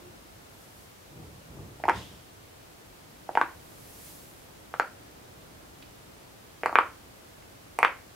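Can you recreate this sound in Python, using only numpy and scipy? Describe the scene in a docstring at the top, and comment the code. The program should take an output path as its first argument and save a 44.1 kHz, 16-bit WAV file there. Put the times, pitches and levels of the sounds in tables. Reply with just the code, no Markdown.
"""Quick runs of soft pops: fingers press the domes of a silicone bubble toy on a table in a small room.
Each dome snaps inside out, which makes its skin and the air trapped under it ring for a moment.
Nearby surfaces and the room echo the pops and two light fingertip taps. A hand brushes the table.
Dull thuds, a scuff and one faint hoot sound over a steady hush, all heard by a pair of microphones."""
import sys
import numpy as np
from scipy import signal
from scipy.fft import rfft, irfft
from scipy.io import wavfile
from scipy.ndimage import uniform_filter1d

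SR = 44100
rng = np.random.default_rng(int(sys.argv[2]) if len(sys.argv) > 2 else 0)


def transcribe(signal):
    """Save signal, clipped to [-1, 1], as a 16-bit WAV file at the path in sys.argv[1]."""
    frames = np.atleast_2d(signal).T
    limited = np.clip(frames, -1, 1)
    pcm = np.round(limited * 32767).astype(np.int16)
    wavfile.write(sys.argv[1], SR, pcm)


N = 359415


def undb(db):
    """Turn decibels (dB) into a number to multiply a sound by."""
    return 10 ** (np.asarray(db) / 20)


def on_hz(table, hz):
    """Read between rows of (frequency in Hz, value), giving each octave equal space."""
    freqs, values = np.transpose(table)
    return np.interp(np.log(np.maximum(hz, 1)), np.log(freqs), values)


def noise(colour, alike):
    """Stereo noise at level 1. By frequency, colour sets its strength, alike how well the sides agree."""
    hz = np.arange(N // 2 + 1) * SR / N
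    likeness = np.clip(alike(hz), -1, 1)
    mid, side = rfft(rng.standard_normal((2, N))) * colour(hz) * np.sqrt([1 + likeness, 1 - likeness])
    out = irfft(np.array([mid + side, mid - side]), N)
    return out / np.sqrt(np.mean(out ** 2))


def panned(db):
    """Left and right gains, with the left louder by db."""
    return undb(np.array([[db], [-db]]) / 2)


def band(x, lo_hz, hi_hz, order=2):
    """Keep mainly the sound between two frequencies."""
    sos = signal.butter(order, [lo_hz, min(hi_hz, .45 * SR)], "band", fs=SR, output="sos")
    return signal.sosfilt(sos, x)


def swell(peak_s, db, rise_s, fall_s):
    """A gain with a rounded peak: it climbs 20 dB per rise_s, then sinks 20 dB per fall_s."""
    t = np.arange(N) / SR - peak_s
    return uniform_filter1d(undb(db - 20 * np.maximum(-t / rise_s, t / fall_s)), size=1500)


def hush():
    """Room hush whose bass slowly swells; the spaced microphones agree most in the bass."""
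    # Tone of the hush. Each row: frequency in Hz, relative level in dB.
    colour = [(13, -61), (22, -9.5), (92, -3), (234, -8.5), (284, -6.5), (417, -8.5), (630, -9), (722, -10),
              (977, -13), (1440, -15), (1940, -17.5), (13300, -27.5), (15700, -29.5)]
    # Each row: frequency in Hz, how alike left and right are (1 the same, 0 unrelated, -1 opposite).
    likeness = [(60, 0.87), (130, 0.82), (290, 0.19), (640, -0.24), (1410, -0.23), (3100, -0.0099),
                (6820, 0.044), (15000, 0.45)]
    # Slow swells. Each row: time in seconds, bass boost in dB.
    bass_swells = [(0, 3), (.3, -0.5), (1, -1.5), (3, -0.5), (3.8, 2), (4.7, 0.3), (5.4, 1.5), (6.3, 0.1),
                   (8.15, -0.5)]
    air = undb(-50.5) * noise(lambda hz: undb(on_hz(colour, hz)), lambda hz: on_hz(likeness, hz))
    bass = signal.sosfiltfilt(signal.butter(1, 900, fs=SR, output="sos"), air)  # below 900 Hz
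    times, boost_db = np.transpose(bass_swells)
    return air - bass + bass * undb(np.interp(np.arange(N) / SR, times, boost_db))


def hoot(start_s=.015, end_s=.11, hz=355, db=-55):
    """A short, faint tone with soft ends."""
    t = np.arange(N) / SR
    gate = uniform_filter1d(1. * (t > start_s) * (t < end_s), size=600)
    return undb(db) * np.sqrt(2) * gate * np.sin(2 * np.pi * hz * t)


def thuds(rise_s=.12):
    """Dull bumps come through the floor, nearly the same at both microphones."""
    # Each row: peak time in seconds, level in dB, seconds to fall by 20 dB.
    bumps = [(1.184, -44, .36), (1.514, -47, .15), (1.576, -41.5, .33), (1.852, -47.5, .3),
             (1.964, -39.5, .2), (2.124, -48, .11)]
    # Tone of a thud. Each row: frequency in Hz, relative level in dB.
    colour = [(21, -61), (35, -7), (70, 6), (183, 2.5), (258, -7.5), (299, -2), (1200, -19.5), (1560, -43),
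              (2640, -120)]
    gain = np.max([swell(s, db, rise_s, fall_s) for s, db, fall_s in bumps], axis=0)
    return gain * noise(lambda hz: undb(on_hz(colour, hz)), lambda hz: np.exp(-hz / 1500))


def scuff():
    """Something slides briefly: a hiss that is strongest around a few pitches."""
    # Each row: centre frequency in Hz, width in Hz, relative level in dB.
    resonances = [(3240, 1100, 10), (5000, 400, -6), (4500, 10500, 1)]

    def colour(hz):
        return sum(undb(db) / (1 + (2 * (hz - centre) / width) ** 2) for centre, width, db in resonances)
    gain = swell(peak_s=1.97, db=-45.3, rise_s=.09, fall_s=.27)
    return gain * noise(colour, lambda hz: np.full_like(hz, .38))


def brush():
    """A hand sweeps over the smooth table top with a soft, bright hiss."""
    # Each row: peak time in seconds, level in dB, seconds to rise and to fall by 20 dB,
    # left minus right in dB.
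    strokes = [(.63, -58, .19, .25, -.45), (.782, -58, .19, .27, -.45), (3.804, -55.5, .35, .3, -3),
               (4.084, -48.3, .75, .48, -1.4)]
    # Tone of the hiss. Each row: frequency in Hz, relative level in dB.
    colour = [(800, -17), (2000, -2.5), (5000, 1), (9000, 4), (12000, 5.5), (16000, 0.5)]
    hiss = noise(lambda hz: undb(on_hz(colour, hz)) * (hz > 500), lambda hz: np.full_like(hz, .35))
    gains = [panned(pan_db) * swell(s, db, rise, fall) for s, db, rise, fall, pan_db in strokes]
    return hiss * np.max(gains, axis=0)


def taps():
    """Fingertips land lightly on the silicone, each a tiny burst of noise."""
    # Each row: start in seconds, level before filtering in dB, low and high edge in Hz,
    # fade time in ms, left minus right in dB.
    touches = [(5.824, -35, 2180, 4400, 4.7, -5), (7.424, -40, 900, 2600, 3, -2.5)]
    out = np.zeros((2, N))
    size = 1500
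    for s, db, lo_hz, hi_hz, fade_ms, pan_db in touches:
        fade = np.exp(-np.arange(size) * 1000 / SR / fade_ms)
        burst = band(rng.standard_normal(size) * fade, lo_hz, hi_hz)
        start = int(s * SR)
        out[:, start:start + size] += undb(db) * panned(pan_db) * burst
    return out


def pops(crack_fade_ms=.93, tick_fade_ms=1):
    """Domes snap through: trapped air and skin ring, and the flip cracks, ticks and knocks the table."""
    # Each row is one pop: time in seconds; the air's level in dB, pitch in Hz and ring time in ms;
    # the same three for the skin; rise time in ms; crack, tick and knock levels in dB.
    # Levels are before filtering, and all the others are relative to the air's.
    domes = [(1.8009, -35, 690, 5.5, -21.4, 2856, 1.5, 0.44, -22, -20, -19),
             (1.8384, -19, 680, 9.3, -2, 1800, 1.7, 0.16, -19, -32, -8),
             (1.8546, -19.7, 854, 6.3, -22.6, 2570, 1.8, 0.72, -20, -33, -11),
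             (1.8824, -9, 885, 4.4, -25, 1950, 1.9, 0.46, -26, -32, -11),
             (1.8881, -7.5, 1020, 2.2, -7, 1950, 0.5, 0.2, -25, -37, -10.5),
             (1.8964, -11, 910, 11, 0, 1590, 2.2, 0.18, -12.5, -27, -27),
             (3.2918, -19.5, 730, 5.6, -15, 1510, 2.4, 0.42, -32, -37, -13),
             (3.3532, -17, 760, 5.8, -5, 2270, 1, 0.13, -18, -29, -31),
             (3.3737, -8, 920, 9.0, -6, 1440, 4.7, 0.16, -25, -39, -23),
             (3.4138, -6.5, 1050, 4.3, -8.5, 1490, 8, 0.097, -18, -36, -17),
             (4.7399, -24.5, 780, 4.7, 2.5, 1270, 3.8, 0.097, -22, -22, -20),
             (4.7981, -13, 880, 4.8, 4.2, 1385, 4.4, 0.12, -10.5, -25, -29),
             (6.6345, -18, 630, 4, 2, 1850, 1, 0.2, -23, -33, -17),
             (6.6599, -9.5, 900, 2.6, -3, 1700, 0.65, 0.34, -19, -23, -26),
             (6.6949, -24.5, 710, 5, 1, 1340, 3, 0.5, -21.5, -32, -19),
             (6.7279, -19.5, 830, 3.9, -11, 1170, 11, 0.25, -24, -32, -10),
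             (6.756, -0.5, 1320, 2.2, -13.5, 2310, 5, 0.12, -29.5, -40, -37),
             (6.787, 0, 1180, 3.6, -26, 2360, 0.91, 0.12, -27.5, -38, -38),
             (7.7887, -12, 880, 3.8, -7.5, 2300, 2.7, 0.16, -20, -12.5, -30),
             (7.8038, -23.6, 790, 6.5, -12, 1100, 7.7, 0.39, -18, -23.2, -18),
             (7.8299, -3, 1090, 2.1, -4, 2180, 2.1, 0.3, -16, -32, -37),
             (7.8486, -1.5, 1240, 2.4, -18, 2150, 0.93, 0.056, -19, -34.4, -37)]
    # The table top's notes. Each row: pitch in Hz, ms to fade by 60 dB, relative level in dB.
    table_notes = [(362, 32.5, -6.5), (487, 9.6, 0)]
    # The crack of the dome's rim. Each row: low and high edge in Hz, relative level in dB.
    rim_bands = [(2100, 3700, -3), (3900, 4760, -0.5)]
    body, cracks, ticks = np.zeros((3, 2, N))
    lead, size = 100, 1800  # samples before the snap, and in the whole pop
    for s, db, air_hz, air_ms, skin_db, skin_hz, skin_ms, rise_ms, crack_db, tick_db, knock_db in domes:
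        start = int(s * SR) - lead
        span = slice(start, start + size)
        t = (start + np.arange(size)) / SR - s
        ms = np.maximum(t, 0) * 1000
        rise = np.exp(-.5 * (np.minimum(t, 0) * 1000 / rise_ms) ** 2)
        gain = undb(db) * panned(-.6) * rise
        # the fingertip sinks onto the flipped dome, so the ring holds and then chokes
        air = np.cos(2 * np.pi * air_hz * t) * undb(-60 * (ms / air_ms) ** 2)
        skin = np.cos(2 * np.pi * skin_hz * t) * undb(skin_db - 60 * (ms / skin_ms) ** 2)
        knock = sum(undb(knock_db + note_db - 60 * ms / fade_ms) * np.sin(2 * np.pi * hz * ms / 1000)
                    for hz, fade_ms, note_db in table_notes)
        body[:, span] += gain * (air + skin + knock)
        grit = rng.standard_normal((4, size))
        cracks[:, span] += gain * undb(crack_db) * np.exp(-ms / crack_fade_ms) * grit[3]
        ticks[:, span] += gain * undb(tick_db) * np.exp(-ms / tick_fade_ms) * (grit[0] + .5 * grit[1:3])
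    # soft silicone gives off neither deep bass nor treble
    body = band(body, lo_hz=297, hi_hz=3660, order=4)
    rim = sum(undb(db) * band(cracks, lo_hz, hi_hz, order=1) for lo_hz, hi_hz, db in rim_bands)
    return body + rim + band(ticks, lo_hz=5300, hi_hz=10900, order=1)


def room(dry, rise_ms=4, alike_hz=5000, echo_top_hz=4000):
    """Add a few dull echoes from nearby surfaces and the room's fading wash of sound."""
    # The room's fading wash, in bands half an octave wide.
    # Each row: centre in Hz, seconds to fade by 60 dB, level in dB.
    wash_bands = [(270, 0.16, -29), (356, 0.11, -30.5), (500, 0.26, -29.5), (650, 0.28, -41),
                  (1060, 0.16, -32.5), (1410, 0.23, -39), (2160, 0.3, -32.5), (2890, 0.23, -35),
                  (4270, 0.28, -33.5), (5660, 0.21, -35), (9000, 0.18, -31)]
    # Each row is one echo: left and right delay in ms.
    echo_delays = [(2.49, 2.49), (4.15, 4.26), (4.5, 4.62), (6.49, 6.44), (7.53, 7.51), (8.71, 8.55),
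                   (9.57, 9.59), (10.3, 10.3), (12.2, 12.2), (15.7, 16.2)]
    # The same echoes. Each row: left and right level in dB, before they are dulled.
    echo_levels = [(-12, -17), (-13, -14), (-10, -13), (-15, -13), (-24, -25), (-20, -17), (-18, -19),
                   (-22, -22), (-23, -23), (-23, -22)]
    t = np.arange(SR // 2) / SR
    half_width = 2 ** .25
    wash = 0
    for hz, fade_s, db in wash_bands:
        hiss = rng.standard_normal((3, len(t)))
        likeness = np.exp(-hz / alike_hz)  # the microphones agree less on shorter waves
        stereo = np.sqrt(likeness) * hiss[0] + np.sqrt(1 - likeness) * hiss[1:]
        wash += undb(db - 60 * t / fade_s) * band(stereo, hz / half_width, hz * half_width, order=1)
    echoes = np.zeros_like(wash)
    for ms, db in zip(echo_delays, echo_levels):
        echoes[[0, 1], np.round(np.array(ms) * SR / 1000).astype(int)] += undb(db)
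    echoes = signal.sosfiltfilt(signal.butter(1, echo_top_hz, fs=SR, output="sos"), echoes)
    answer = echoes + wash * (1 - np.exp(-(t * 1000 / rise_ms) ** 2))
    return dry + signal.fftconvolve(dry, answer, axes=1)[:, :N]


def scene():
    """Mix all the sounds; only the pops and taps get the room's echo."""
    return room(pops() + taps()) + thuds() + scuff() + brush() + hoot() + hush()


def record(dry, low_hz=36, top_hz=15750):
    """Trim the deepest bass and cut the highest treble."""
    trimmed = signal.sosfilt(signal.butter(2, low_hz, "high", fs=SR, output="sos"), dry)
    return signal.sosfilt(signal.ellip(10, .2, 70, top_hz, fs=SR, output="sos"), trimmed)


dry = scene()
out = record(dry)
transcribe(out)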